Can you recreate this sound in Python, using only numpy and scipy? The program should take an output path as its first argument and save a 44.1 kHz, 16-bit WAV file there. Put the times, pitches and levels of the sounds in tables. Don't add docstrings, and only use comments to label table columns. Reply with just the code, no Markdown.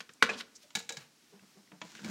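import sys
import numpy as np
from scipy import signal
from scipy.fft import rfft, irfft, next_fast_len
from scipy.io import wavfile
from scipy.ndimage import map_coordinates

SR = 44100
rng = np.random.default_rng(int(sys.argv[2]) if len(sys.argv) > 2 else 0)


def transcribe(u):
    v = np.clip(np.atleast_2d(u).T, -1, 1)
    q = np.round(v * 32767).astype(np.int16)
    wavfile.write(sys.argv[1], SR, q)


N = 92610

# (time [s], level [dB], brightness [dB/octave], glass shake [dB])
KNOCKS = [(.0045, -30.5, 2, -4.5), (.092, -39.5, -3, 1), (.2249, -7.5, -0.5, -4.5), (.2385, -28, -3, 0),
          (.2565, -33, -9, -7), (.4085, -33, 1, -19.5), (1.951, -39.5, 2, -20), (1.992, -41, -5, -41)]
# (time [s], level [dB], brightness [dB/octave], glass shake [dB])
CHATTER = [(.2916, -28, -1.5, -12), (.2975, -33, 4, -4), (.3035, -32, 0, 2), (.312, -37, -2.5, -3),
           (.3405, -47.5, 7, -8.5)]
# (time [s], level [dB], brightness [dB/octave], glass shake [dB])
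CLACKS = [(.7512, -27, 7, 6.5), (.754, -24, 2.5, 2.5), (.7695, -34, -5, 12), (.79, -38.5, 6, -10),
          (.802, -42.5, -7.5, -3), (.8912, -29, 3.5, -9), (.904, -37.5, -8, -15), (.9225, -39, 5, 2),
          (.9695, -36.5, 1.5, 5), (2.045, -37.5, 0.5, -4)]
# (time [s], level [dB], brightness [dB/octave], glass shake [dB])
RELEASE = [(.7045, -49.5, 9, -14), (1.717, -49.5, -5.5, 8), (1.8155, -32.5, 0.5, 2.5)]

# (frequency [Hz], level [dB], t60 [s])
FRAME_MODES = [(268, -28.5, .12), (467.4, -19.5, 0.11), (548.8, -28.5, 0.12), (1057, -22.5, 0.099),
               (1499, 3.5, 0.018), (1530, -23, 0.083), (1578, -23, 0.097), (2314, -24, .11),
               (3269, -24.5, 0.088)]
# (frequency [Hz], level [dB], t60 [s])
BOLT_MODES = [(450, -15, 0.14), (1715, -2.5, 0.039), (2478, 2.5, .03), (2645, -17, 0.05)]
# (frequency [Hz], level [dB], t60 [s])
HANDLE_MODES = [(466.3, -22.5, 0.29), (821, -9, 0.045), (931, -14.5, 0.075), (1438, -9.5, 0.046),
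                (1664, -6, 0.064), (2290, -2.5, 0.036), (2925, -31, 0.084), (3845, -10, 0.091),
                (3950, -12, 0.073), (6950, -12, 0.037)]
# (frequency [Hz], level [dB], t60 [s])
JAMB_MODES = [(300, -11.5, 0.15), (642.7, -15, 0.16), (980, -14, 0.15), (3000, -6, 0.018)]
# (frequency [Hz], level [dB], t60 [s])
PANE_MODES = [(103, -15, 0.092), (172, -2.5, .12), (222.5, 0, 0.089), (276.2, -11.5, 0.047),
              (345, -15, .12)]

# (frequency [Hz], gain [dB])
FRAME_COLOUR = [(50, -28), (200, -12.5), (480, -7), (850, -12), (1550, 2.5), (2100, -5), (3200, -5),
                (6000, -11), (9500, -26), (16000, -42)]
# (frequency [Hz], gain [dB])
BOLT_COLOUR = [(90, -32), (250, 5.5), (700, 5.5), (2400, 1), (4500, -5), (7000, -10), (16000, -47)]
# (frequency [Hz], gain [dB])
HANDLE_COLOUR = [(100, -39), (600, -2), (1150, -5.5), (1700, -1), (4000, 2), (7000, 0), (10000, -18),
                 (16000, -27)]
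# (frequency [Hz], gain [dB])
JAMB_COLOUR = [(80, -14), (400, -1), (1300, 7.5), (3200, 6), (5000, -8), (7000, -5), (10000, -43),
               (16000, -50)]

# (time [s], level [dB], pitch [Hz], t60 [s])
THUDS = [(0.145, -53.5, 285.4, 0.14), (0.303, -38, 202, 0.11), (0.352, -39.5, 235, 0.14),
         (.635, -55, 596, 0.18), (0.754, -45, 194, 0.063), (.917, -45, 542, .12), (0.97, -44.5, 139, 0.16),
         (1.323, -46.5, 400.5, 0.16), (1.335, -48, 194.7, 0.16), (1.421, -48, 193, 0.127),
         (1.553, -55, 381.6, .16), (1.567, -48, 198, 0.13), (1.724, -42.5, 179, 0.14),
         (1.84, -41, 168, 0.1)]
# (middle [s], half length [s], level [dB], centre [Hz], width [octaves])
RUBS_AND_TICKS = [(0.137, 0.0018, -56, 7060, 0.87), (0.218, 0.0082, -52, 2260, 0.17),
                  (0.228, 0.0019, -19.5, 1494, 0.48), (0.34, 0.012, -47.5, 3460, 1.04),
                  (0.39, 0.014, -46.5, 4300, 1.44), (0.408, 0.005, -37.5, 2240, 1.88),
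                  (0.562, 0.0068, -51, 5830, 0.84), (0.632, 0.01, -58.5, 3580, 2.24),
                  (1.004, 0.038, -58, 1730, 3.04), (1.396, 0.0017, -53.5, 2080, .9),
                  (1.677, .001, -58.5, 2100, 0.26), (1.976, 0.0074, -53.5, 2540, 1)]
# (time [s], speed [dB])
SPEED = [(1.782, -100), (1.831, -35), (1.9, -24), (1.97, -18), (2.019, -11), (2.048, -1.5), (2.1, 3.5)]
# (centre [Hz], bandwidth [Hz], level [dB])
ROLL_MODES = [(110, 30, -12.5), (174, 38, -3.5), (229, 34, -2), (330, 23, -2.5), (580, 360, -18.5),
              (930, 110, -16), (1560, 290, -18)]
# (frequency [Hz], gain [dB])
GRIT_COLOUR = [(300, -15), (1400, 2), (3000, 1), (7000, 0.5), (10000, -15.5), (16000, -21)]
# (frequency [Hz], gain [dB])
AIR_COLOUR = [(30, -20.5), (130, -6.5), (260, 3), (570, -9.5), (1600, -8), (3400, -8), (5600, -6.5),
              (10000, -15.5), (16000, -22.5)]
# (frequency [Hz], t60 [s])
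ROOM_T60 = [(150, 0.76), (1500, 0.38), (6000, 0.23), (14000, .22)]

PANE_DB, PANE_ATTACK_S = -20.5, 0.0022
RATTLE_PER_S = 1400
RING_DB_PER_DB = 0.14
RING_WAVER_RAD, RING_BEAT_DB = 0.65, 2
THUD_RISE_S, THUD_WAVER_RAD, THUD_BEAT_DB = 0.01, 0.6, 2
THUD_NOISE_DB, THUD_NOISE_HZ = -10, 450
ROLL_DB, BUMPS_PER_S = -44, 900
DRONE_HZ, DRONE_DB, DRONE_DB_PER_DB = 214, -42.5, 1.7
GRIT_DB, GRIT_DB_PER_DB = -52.5, 0.26
AIR_DB = -65.5
ROOM_DB, EARLY_DB, EARLY_T60_S, WALL_S = -15.5, -16, 0.073, 0.006
LOW_CUT_HZ, TOP_HZ = 60, 15950


def amp(db):
    return 10 ** (np.asarray(db) / 20)


def unit(x):
    return x / np.sqrt(np.mean(x ** 2) + 1e-20)


def along(points, hz):
    f, v = np.transpose(points)
    return np.interp(np.log(hz + 1), np.log(f + 1), v)


def filtered(x, response):
    m = next_fast_len(len(x) + SR // 4)
    return irfft(rfft(x, m) * response(np.fft.rfftfreq(m, 1 / SR)), m)[:len(x)]


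def causal(gain_db, size=2048):
    cepstrum = irfft(np.log(amp(gain_db(np.fft.rfftfreq(size, 1 / SR))) + 1e-6))
    cepstrum[1:size // 2] *= 2
    cepstrum[size // 2 + 1:] = 0
    h = irfft(np.exp(rfft(cepstrum)))
    return h / np.linalg.norm(h)


def wobble(rate, size):
    knots = rng.standard_normal(int(size * rate / SR) + 4)
    return map_coordinates(knots, [np.arange(size) * rate / SR])


def add(out, s, x):
    i = max(round(s * SR), 0)
    out[i:i + len(x)] += x[:max(len(out) - i, 0)]


def fade(t, t60):
    return np.exp(-np.log(1000) * t / t60)


def grains(rate):
    return unit(rng.standard_normal(N) * (rng.random(N) < rate / SR))


def lock():
    knocks = blows(KNOCKS, FRAME_MODES, FRAME_COLOUR, crack_db=-4.5, crack_t60=0.033, ring_db=-1.0,
                   rise_s=0.00023, rattle_db=-23.0, rattle_t60=0.16)
    chatter = blows(CHATTER, BOLT_MODES, BOLT_COLOUR, crack_db=-3.0, crack_t60=0.03, ring_db=2.0,
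                    rise_s=0.00025, rattle_db=-14.5, rattle_t60=0.25)
    clacks = blows(CLACKS, HANDLE_MODES, HANDLE_COLOUR, crack_db=-1, crack_t60=0.034, ring_db=-3.0,
                   rise_s=0.00068, rattle_db=-18.5, rattle_t60=0.25)
    release = blows(RELEASE, JAMB_MODES, JAMB_COLOUR, crack_db=0.5, crack_t60=0.033, ring_db=-1,
                    rise_s=0.00076, rattle_db=-10.5, rattle_t60=0.055)
    return knocks + chatter + clacks + release


def blows(rows, modes, colour, crack_db, crack_t60, ring_db, rise_s, rattle_db, rattle_t60):
    out, t = np.zeros(N), np.arange(SR // 2) / SR
    hardest_db = max(row[1] for row in rows)
    for s, db, tilt, glass_db in rows:
        body = causal(lambda hz: along(colour, hz) + tilt * np.log2(1 + hz / 1500))
        crack = amp(crack_db) * rng.choice([-1, 1], len(t)) * fade(t, crack_t60)
        rattle = amp(rattle_db) * grains(RATTLE_PER_S)[:len(t)] * fade(t, rattle_t60)
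        noise = signal.fftconvolve(crack + rattle, body)[:len(t)]
        ringing = amp(ring_db + RING_DB_PER_DB * (db - hardest_db)) * ring(modes, t, tilt)
        part = (noise + ringing) * (1 - np.exp(-t / rise_s))
        glass = ring(PANE_MODES, t) * (1 - np.exp(-t / PANE_ATTACK_S))
        add(out, s, amp(db) * (part + amp(PANE_DB + glass_db) * glass))
    return out


def ring(modes, t, tilt=0):
    out = np.zeros(len(t))
    for k, (hz, db, t60) in enumerate(modes):
        level = amp(db + RING_BEAT_DB * wobble(80, len(t)) + tilt * np.log2(hz / 1500))
        waver = RING_WAVER_RAD * np.sqrt(hz / 1500) * wobble(150, len(t))
        out += (-1) ** k * level * fade(t, t60) * np.sin(2 * np.pi * hz * t + waver)
    return out


def rollers():
    t = np.arange(N) / SR
    speed_db = np.interp(t, *np.transpose(SPEED), left=-120)

    def door(f):
        return sum((-1) ** k * amp(db) * 1j * f * width / (centre ** 2 - f * f + 1j * f * width)
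                   for k, (centre, width, db) in enumerate(ROLL_MODES))

    rumble = unit(filtered(grains(BUMPS_PER_S), door))
    drone = unit(np.sin(2 * np.pi * DRONE_HZ * t + 0.5 * wobble(60, N)))
    grit = unit(filtered(grains(3000), lambda hz: amp(along(GRIT_COLOUR, hz))))
    grit = grit * amp(1.6 * wobble(90, N))
    return (amp(ROLL_DB + speed_db) * rumble
            + amp(DRONE_DB + DRONE_DB_PER_DB * np.minimum(speed_db, 0)) * drone
            + amp(GRIT_DB + GRIT_DB_PER_DB * speed_db) * grit)


def thuds():
    out, t = np.zeros(N), np.arange(SR // 2) / SR
    for s, db, hz, t60 in THUDS:
        wave = np.sin(2 * np.pi * hz * t + THUD_WAVER_RAD * wobble(83, len(t)))
        wave = wave * amp(THUD_BEAT_DB * wobble(100, len(t)))
        contact = unit(filtered(rng.standard_normal(len(t)),
                                lambda f: (f * THUD_NOISE_HZ / (f ** 2 + THUD_NOISE_HZ ** 2)) ** 2))
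        envelope = fade(t, t60) * (1 - np.exp(-t / THUD_RISE_S))
        add(out, s, amp(db) * (wave + amp(THUD_NOISE_DB) * contact) * envelope)
    return out


def rubs_and_ticks():
    t, out = np.arange(N) / SR, np.zeros(N)
    for s, half_s, db, centre_hz, width in RUBS_AND_TICKS:
        noise = unit(filtered(grains(11000),
                              lambda hz: 1 / (1 + (np.log2((hz + 1) / centre_hz) / width) ** 2) ** 3.6))
        out += amp(db) * noise * np.exp(-0.5 * ((t - s) / half_s) ** 2)
    return out


def room(x):
    hz, t, z = signal.stft(rng.standard_normal(SR // 2), SR, nperseg=256)
    tail = signal.istft(z * fade(t, along(ROOM_T60, hz)[:, None]), SR, nperseg=256)[1]
    t = np.arange(len(tail)) / SR
    early = rng.standard_normal(len(t)) * (rng.random(len(t)) < 1500 / SR) * fade(t, EARLY_T60_S)
    answer = amp(ROOM_DB) * tail / np.linalg.norm(tail) + amp(EARLY_DB) * early / np.linalg.norm(early)
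    out = np.zeros(N)
    add(out, WALL_S, signal.fftconvolve(x, answer))
    return out


def air():
    hiss = unit(filtered(rng.standard_normal(N), lambda hz: amp(along(AIR_COLOUR, hz))))
    return amp(AIR_DB + 0.6 * wobble(9.3, N)) * hiss


def scene():
    door = lock() + rollers() + thuds() + rubs_and_ticks()
    return (door + room(door) + air())[None]


def record(dry):
    high_pass = signal.butter(2, LOW_CUT_HZ, "highpass", fs=SR, output="sos")
    thin = signal.sosfilt(high_pass, dry)
    return np.array([filtered(x, lambda hz: 1 / np.sqrt(1 + (hz / TOP_HZ) ** 240)) for x in thin])


dry = scene()
out = record(dry)
transcribe(out)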